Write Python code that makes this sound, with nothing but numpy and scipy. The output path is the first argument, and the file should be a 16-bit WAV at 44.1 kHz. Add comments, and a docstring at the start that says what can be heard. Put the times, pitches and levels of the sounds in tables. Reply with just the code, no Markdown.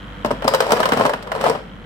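"""In a small room, two plastic tops spin close by in a moulded plastic arena.
One skids into a pocket at the rim, where it knocks, rattles and scrapes against the thin walls
and makes them ring. Its metal ring pings on the rim, and its heavy landings boom in the floor.
Underneath, the off-balance spin hums through the arena floor, a tip grinds and ticks twice a turn,
and there is a low rumble."""
import sys
import numpy as np
from scipy import signal
from scipy.fft import rfft, irfft, next_fast_len
from scipy.io import wavfile
from scipy.ndimage import map_coordinates

SR = 44100
rng = np.random.default_rng(int(sys.argv[2]) if len(sys.argv) > 2 else 0)


def output_pcm(signal):
    """Save a mono or channel-first signal as 16-bit PCM at the path in sys.argv[1].

    Samples are clipped to [-1, 1] before scaling.
    """
    pcm = np.clip(np.atleast_2d(signal).T, -1, 1) * 32767
    wavfile.write(sys.argv[1], SR, np.round(pcm).astype(np.int16))


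N = 81585

# The notes the arena's plastic shell rings with. Each row: pitch in Hz, level in dB.
SHELL_NOTES = [(555, -0.5), (612, -27), (655, 3), (882, 1), (974, 2), (1040, -1.5), (1264, 0.5)]
SHELL_CYCLES = 63.5  # swings until a note has died away


def wall_knocks():
    """Each knock shoves the wall, which rings with the hollow pocket; the top itself clacks and snaps."""
    # Each row: start in seconds, wall thud in dB, top's clack in dB, contact snap in dB, wall pitch in Hz.
    hits = [(.247, -12, -19.5, -31, 598), (.259, -18.5, -45, -31.5, 645), (0.306, -13.5, -25, -39.5, 563),
            (.311, -21, -24, -31, 556), (0.4216, -25, -23, -38, 565), (0.443, -18, -26.5, -31.5, 620),
            (.451, -17.5, -34, -48, 683), (.4755, -14.5, -23.5, -30, 540), (.479, -11.5, -14, -18, 633),
            (.537, -9, -16.5, -22.5, 588), (0.546, -13.5, -13.5, -20, 528), (.6035, -12, -14.5, -20.5, 499),
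            (.622, -15, -24, -30, 493), (0.6652, -19, -42, -32.5, 625), (.692, -14.5, -47, -33.5, 564),
            (0.7059, -14.5, -18, -27, 598), (0.7195, -10.5, -15.5, -15.5, 651),
            (.731, -11, -20.5, -39, 480), (.768, -28, -21, -31, 666), (0.8018, -9, -21, -24, 630),
            (.83, -29, -11, -27, 910), (.855, -11, -15, -23, 1020), (.889, -16, -20.5, -26.5, 580),
            (.92, -35, -11, -25, 476), (.933, -22, -16, -26.5, 466), (.9717, -22, -19, -27, 673),
            (.9955, -10, -24, -31.5, 706), (1.0095, -14.5, -15, -31, 516), (1.0518, -5, -17, -26, 1108),
            (1.062, -17.5, -20.5, -26, 575), (1.094, -11.5, -21.5, -28, 586),
            (1.135, -15.5, -18, -30.5, 655), (1.225, -31.5, -36.5, -36, 540),
            (1.2723, -29, -32, -41.5, 1060), (1.3171, -16.5, -18, -30, 658), (1.35, -19.5, -29, -35, 595),
            (1.3607, -23.5, -34, -38, 493), (1.4109, -34, -23.5, -28, 540), (1.44, -13.5, -19, -28, 573),
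            (1.457, -16, -19.5, -44, 480), (1.4645, -6, -36, -42, 662), (1.4967, -10.5, -24.5, -26, 460),
            (1.55, -23, -25, -50, 590)]
    # The tone of the top's body clacking. Each row: frequency in Hz, level in dB.
    clack_tone = [(300, -51), (500, -3.5), (1000, 8.5), (1700, 3.5), (2400, -7), (3000, -3.5),
                  (5000, -35.5)]
    # The tone of the hard contact snapping. Each row: frequency in Hz, level in dB.
    snap_tone = [(1200, -6), (3000, 3), (5200, 1), (6700, -7), (7800, -0.5), (10000, -6.5), (12500, -7),
                 (16000, -12.5)]
    pocket_hz, pocket_width_hz, hard_snap_db = 466.3, 67, -14
    out, t = np.zeros((2, N + SR)), np.arange(SR // 5) / SR
    for start, thud_db, clack_db, snap_db, wall_hz in hits:
        thud = amp(2) * np.cos(2 * np.pi * wall_hz * t) * fade(t, 31.8 / wall_hz)
        # The pocket rings most when the wall's pitch is near its own.
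        pocket_gain = amp(-4) / np.hypot(1, (wall_hz - pocket_hz) / pocket_width_hz)
        pocket = pocket_gain * np.cos(2 * np.pi * pocket_hz * t) * fade(t, 0.11)
        shell = amp(-9.5) * ring(t, SHELL_NOTES, SHELL_CYCLES)
        # The wall gives off little sound below its lowest note.
        ringing = high_pass(thud + pocket + shell, hz=389, order=4)
        wall = amp(thud_db) * (amp(1) * shove(t, hz=733) + ringing)
        clack = amp(3.5 + clack_db) * noise(len(t), clack_tone) * fade(t, 0.053)
        tilt_db_per_octave = 0.14 * (snap_db - hard_snap_db)  # softer snaps are duller
        dulled = [(hz, db + tilt_db_per_octave * np.log2(hz / snap_tone[0][0])) for hz, db in snap_tone]
        snap = amp(4 + snap_db) * noise(len(t), dulled) * fade(t, 0.04, rise_s=0.00049)
        add(out, start, wall + clack + snap)
    return out[:, :N]


def metal_pings():
    """The top's metal ring strikes the rim and sounds a few high notes."""
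    # Each row: start in seconds, level in dB.
    strikes = [(.4785, -10.5), (.546, -34), (.604, -17), (.72, -45)]
    # The metal's notes. Each row: pitch in Hz, level in dB.
    metal_notes = [(4670, -3), (4950, 2), (5250, -5), (7600, -6), (9550, -10)]
    out, t = np.zeros((2, N + SR)), np.arange(SR // 5) / SR
    for start, db in strikes:
        add(out, start, amp(db) * ring(t, metal_notes, cycles=82, apart_hz=9000))
    return out[:, :N]


def floor_landings():
    """The top lands heavily: the arena floor makes one slow swing and booms."""
    # Each row: start in seconds, level in dB.
    landings = [(.248, -16), (0.311, -17), (.33, -26), (0.448, -17), (.72, -16.5), (.802, -26.5),
                (0.86, -24), (.921, -14), (0.97, -19.5), (0.998, -18.5), (1.053, -21.5), (1.137, -24.5),
                (1.412, -28.5), (1.498, -21.5)]
    # The floor's low notes. Each row: pitch in Hz, level in dB.
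    floor_notes = [(108, -9.5), (152, -8), (212, -2.5), (255, 0), (296, -7.5)]
    out, t = np.zeros((2, N + SR)), np.arange(SR // 5) / SR
    for start, db in landings:
        push = amp(4.5) * shove(t, hz=341)
        boom = amp(-5) * ring(t, floor_notes, cycles=33)
        add(out, start, amp(db) * (push + boom))
    return out[:, :N]


def wall_scrape(slips_per_s=3500, spread_db=3.5, treble_hz=3000):
    """The spinning edge catches the wall in many tiny slips, which keep the shell ringing."""
    # How hard the top rubs. Each row: time in seconds, level in dB.
    rub_levels = [(.24, -61), (.27, -34), (.40, -43.5), (.45, -27), (.52, -27.5), (.76, -22.5),
                  (.91, -26.5), (1.02, -19.5), (1.21, -39.5), (1.39, -28.5), (1.47, -17), (1.6, -36),
                  (1.65, -50)]
    # The tone of the rubbing. Each row: frequency in Hz, level in dB.
    rub_tone = [(90, -21), (370, -8.5), (480, 0), (1000, -8.5), (2100, -16.5), (5200, -23.5), (6600, -32),
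                (7800, -26.5), (16000, -41)]
    level_db, = curves(rub_levels)
    slipping = rng.random(N) < slips_per_s / SR
    slips = slipping * amp(spread_db * np.clip(rng.standard_normal(N), -2, 2))
    friction = coloured(slips * rng.standard_normal((2, N)), rub_tone)
    kicks = slips[None] * rng.standard_normal(N)
    shell = ring(np.arange(SR // 5) / SR, SHELL_NOTES, SHELL_CYCLES)
    ringing = unit(signal.fftconvolve(kicks, shell, axes=1)[:, :N])
    rub = friction + amp(-8) * ringing
    low = filtered(rub, lambda hz: 1 / (1 + (hz / treble_hz) ** 4))
    treble_db = -3.5 + 0.6 * (level_db - level_db.max())  # gentler rubbing is duller
    return amp(level_db) * (low + amp(treble_db) * (rub - low))


def floor_hum(turns, waver_db=1.3):
    """An off-balance top shakes the floor at multiples of its spin rate, each wavering in level."""
    # Each row: multiple of the spin rate, level in dB.
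    hum_notes = [(1, -38.5), (2, -51), (3, -47.5), (4, -47.5), (6, -47.5), (10, -50.5)]
    hum = np.zeros(N)
    for multiple, db in hum_notes:
        # Glide to a new random value every two turns.
        waver = map_coordinates(rng.standard_normal(128), [turns / 2], mode="nearest")
        hum += amp(db + waver_db * waver) * np.sin(2 * np.pi * (round(multiple) * turns + rng.random()))
    return hum


def tip_ticks(turns, spread_db=1.8):
    """The tip ticks twice a turn, less evenly as time goes on."""
    # Each row: place in the turn from 0 to 1, level in dB.
    ticks = [(.05, -30), (.44, -31)]
    # The notes the tip rings with. Each row: pitch in Hz, level in dB.
    tip_notes = [(1900, -6), (3150, 5), (3900, -3.5)]
    out, t = np.zeros((2, N + SR)), np.arange(SR // 20) / SR
    whole_turns = np.arange(int(turns[-1]) + 1)
    for place, db in ticks:
        for start in np.searchsorted(turns, whole_turns + place) / SR:
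            late, size = rng.standard_normal(2)
            jitter_s = .0005 + .0004 * start
            add(out, start + late * jitter_s, amp(db + spread_db * size) * ring(t, tip_notes, cycles=21.6))
    return out[:, :N]


def spinning_whirr():
    """The slowly dropping spin drives the hum and the ticks, while the tip grinds on the floor."""
    # Each row: time in seconds, speed in turns per second.
    spin_speeds = [(0, 49.2), (1.85, 47.58)]
    # Each row: time in seconds, gain of the hum in dB, gain of the tip's sounds in dB.
    whirr_levels = [(0, 1.5, -2), (.47, 3.5, 0.5), (.53, -5.5, -5.5), (1.75, -3, -5.5)]
    # The tone of the grinding tip. Each row: frequency in Hz, level in dB.
    grind_tone = [(150, -30), (480, 4.5), (750, 3.5), (1400, 7.5), (2450, -2.5), (3200, -6.5),
                  (4500, -17.5), (16000, -33)]
    speed, = curves(spin_speeds)
    hum_db, tip_db = curves(whirr_levels)
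    turns = np.cumsum(speed) / SR
    hum = floor_hum(turns)
    tip = tip_ticks(turns) + amp(-39) * noise(N, grind_tone)
    return amp(hum_db) * hum + amp(tip_db) * tip


def room_echo(x):
    """The small room answers a sound with a short, fading tail."""
    # Each row: frequency in Hz, seconds the echo takes to fall by 60 dB.
    echo_times = [(150, 0.69), (600, 0.25), (3000, 0.48), (14000, 0.3)]
    hiss = noise(SR // 2, [(20, 0), (20000, 0)])
    hz, t, bands = signal.stft(hiss, SR, nperseg=256)
    decay = np.exp(-np.log(1000) * t / along(echo_times, hz)[:, None])
    _, tail = signal.istft(bands * decay, SR, nperseg=256)
    return signal.fftconvolve(x, tail / np.linalg.norm(tail[0]), axes=1)[:, :N]


def low_rumble():
    """A quiet, steady rumble lies under everything."""
    # Each row: frequency in Hz, level in dB.
    rumble_tone = [(25, -14), (110, 1), (215, 4), (300, -7), (1000, -27), (4000, -107)]
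    return amp(-40) * noise(N, rumble_tone)


def ring(t, notes, cycles, spread_db=0.5, apart_hz=2300):
    """An object struck at a new spot: higher notes die sooner and differ more between the ears."""
    out = np.zeros((2, len(t)))
    for hz, db in notes:
        size, left, right = rng.standard_normal(3)
        phase = rng.uniform(0, 2 * np.pi) + np.array([[left], [right]]) * hz / apart_hz
        out += amp(db + spread_db * size) * np.sin(2 * np.pi * hz * t + phase) * fade(t, cycles / hz)
    return out


def shove(t, hz):
    """One swing out and back."""
    swing = np.pi * (hz * t - 1)
    return (1 - 2 * swing ** 2) * np.exp(-swing ** 2)


def fade(t, decay_s, rise_s=0.00084):
    """A quick rise, then a fall of 60 dB every decay_s seconds."""
    return (1 - np.exp(-t / rise_s)) * np.exp(-np.log(1000) * t / decay_s)


def noise(samples, tone):
    """Stereo noise with the given tone."""
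    return coloured(rng.standard_normal((2, samples)), tone)


def coloured(pair, tone):
    """Give two unrelated signals a tone and blend them to stereo, most alike in the bass."""
    # Each row: frequency in Hz, how alike left and right are (1 the same, 0 unrelated).
    likeness = [(280, 0.82), (600, 0.79), (1200, -0.0007), (2200, 0.35), (5000, 0.13)]

    def response(hz):
        angle = np.arccos(np.clip(along(likeness, hz), -1, 1)) / 2
        return amp(along(tone, hz)) * [np.cos(angle), np.sin(angle)]

    mid, side = filtered(pair, response)
    return unit(np.array([mid + side, mid - side]))


def filtered(x, response):
    """Multiply each frequency in x by response(hz)."""
    n = x.shape[-1]
    padded = next_fast_len(n + 4096)
    return irfft(rfft(x, padded) * response(np.fft.rfftfreq(padded, 1 / SR)), padded)[..., :n]


def high_pass(x, hz, order):
    """Turn down what lies below hz."""
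    return signal.sosfilt(signal.butter(order, hz, "highpass", fs=SR, output="sos"), x)


def along(points, hz):
    """Read between (Hz, value) points, with octaves evenly spaced."""
    frequencies, values = np.transpose(points)
    return np.interp(np.log(hz + 1), np.log(frequencies + 1), values)


def curves(rows):
    """One value per sample for each column after the time."""
    times, *columns = np.transpose(rows)
    return [np.interp(np.arange(N) / SR, times, column) for column in columns]


def amp(db):
    """Turn decibels into a gain."""
    return 10 ** (np.asarray(db) / 20)


def unit(x):
    """Scale to an average power of 1."""
    return x / np.sqrt(np.mean(x ** 2) + 1e-20)


def add(out, start, sound):
    """Mix a sound in at start seconds."""
    out[:, max(round(start * SR), 0):][:, :sound.shape[-1]] += sound


def scene():
    """The clatter and its echo come from the left, over the whirr and the rumble."""
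    # Each row: frequency in Hz, left level minus right level in dB.
    balance = [(200, -2), (450, 6.5), (740, 2), (1220, 0.5), (3330, -1), (5200, 5.5), (9000, 1.5)]
    sides, left_lead_s = np.array([[.5], [-.5]]), 0.00017

    def from_left(hz):
        return amp(sides * along(balance, hz)) * np.exp(2j * np.pi * hz * sides * left_lead_s)

    clatter = wall_knocks() + metal_pings() + floor_landings() + wall_scrape()
    clatter = high_pass(clatter, hz=62, order=2)  # the clatter carries no deep bass
    in_room = clatter + amp(-8.5) * room_echo(clatter)
    return filtered(in_room, from_left) + spinning_whirr() + low_rumble()


def record(dry):
    """Clip any peaks beyond full scale and cut the very highest treble."""
    top_hz = 15900
    return signal.sosfilt(signal.ellip(10, .1, 80, top_hz, fs=SR, output="sos"), np.clip(dry, -1, 1))


dry = scene()
out = record(dry)
output_pcm(out)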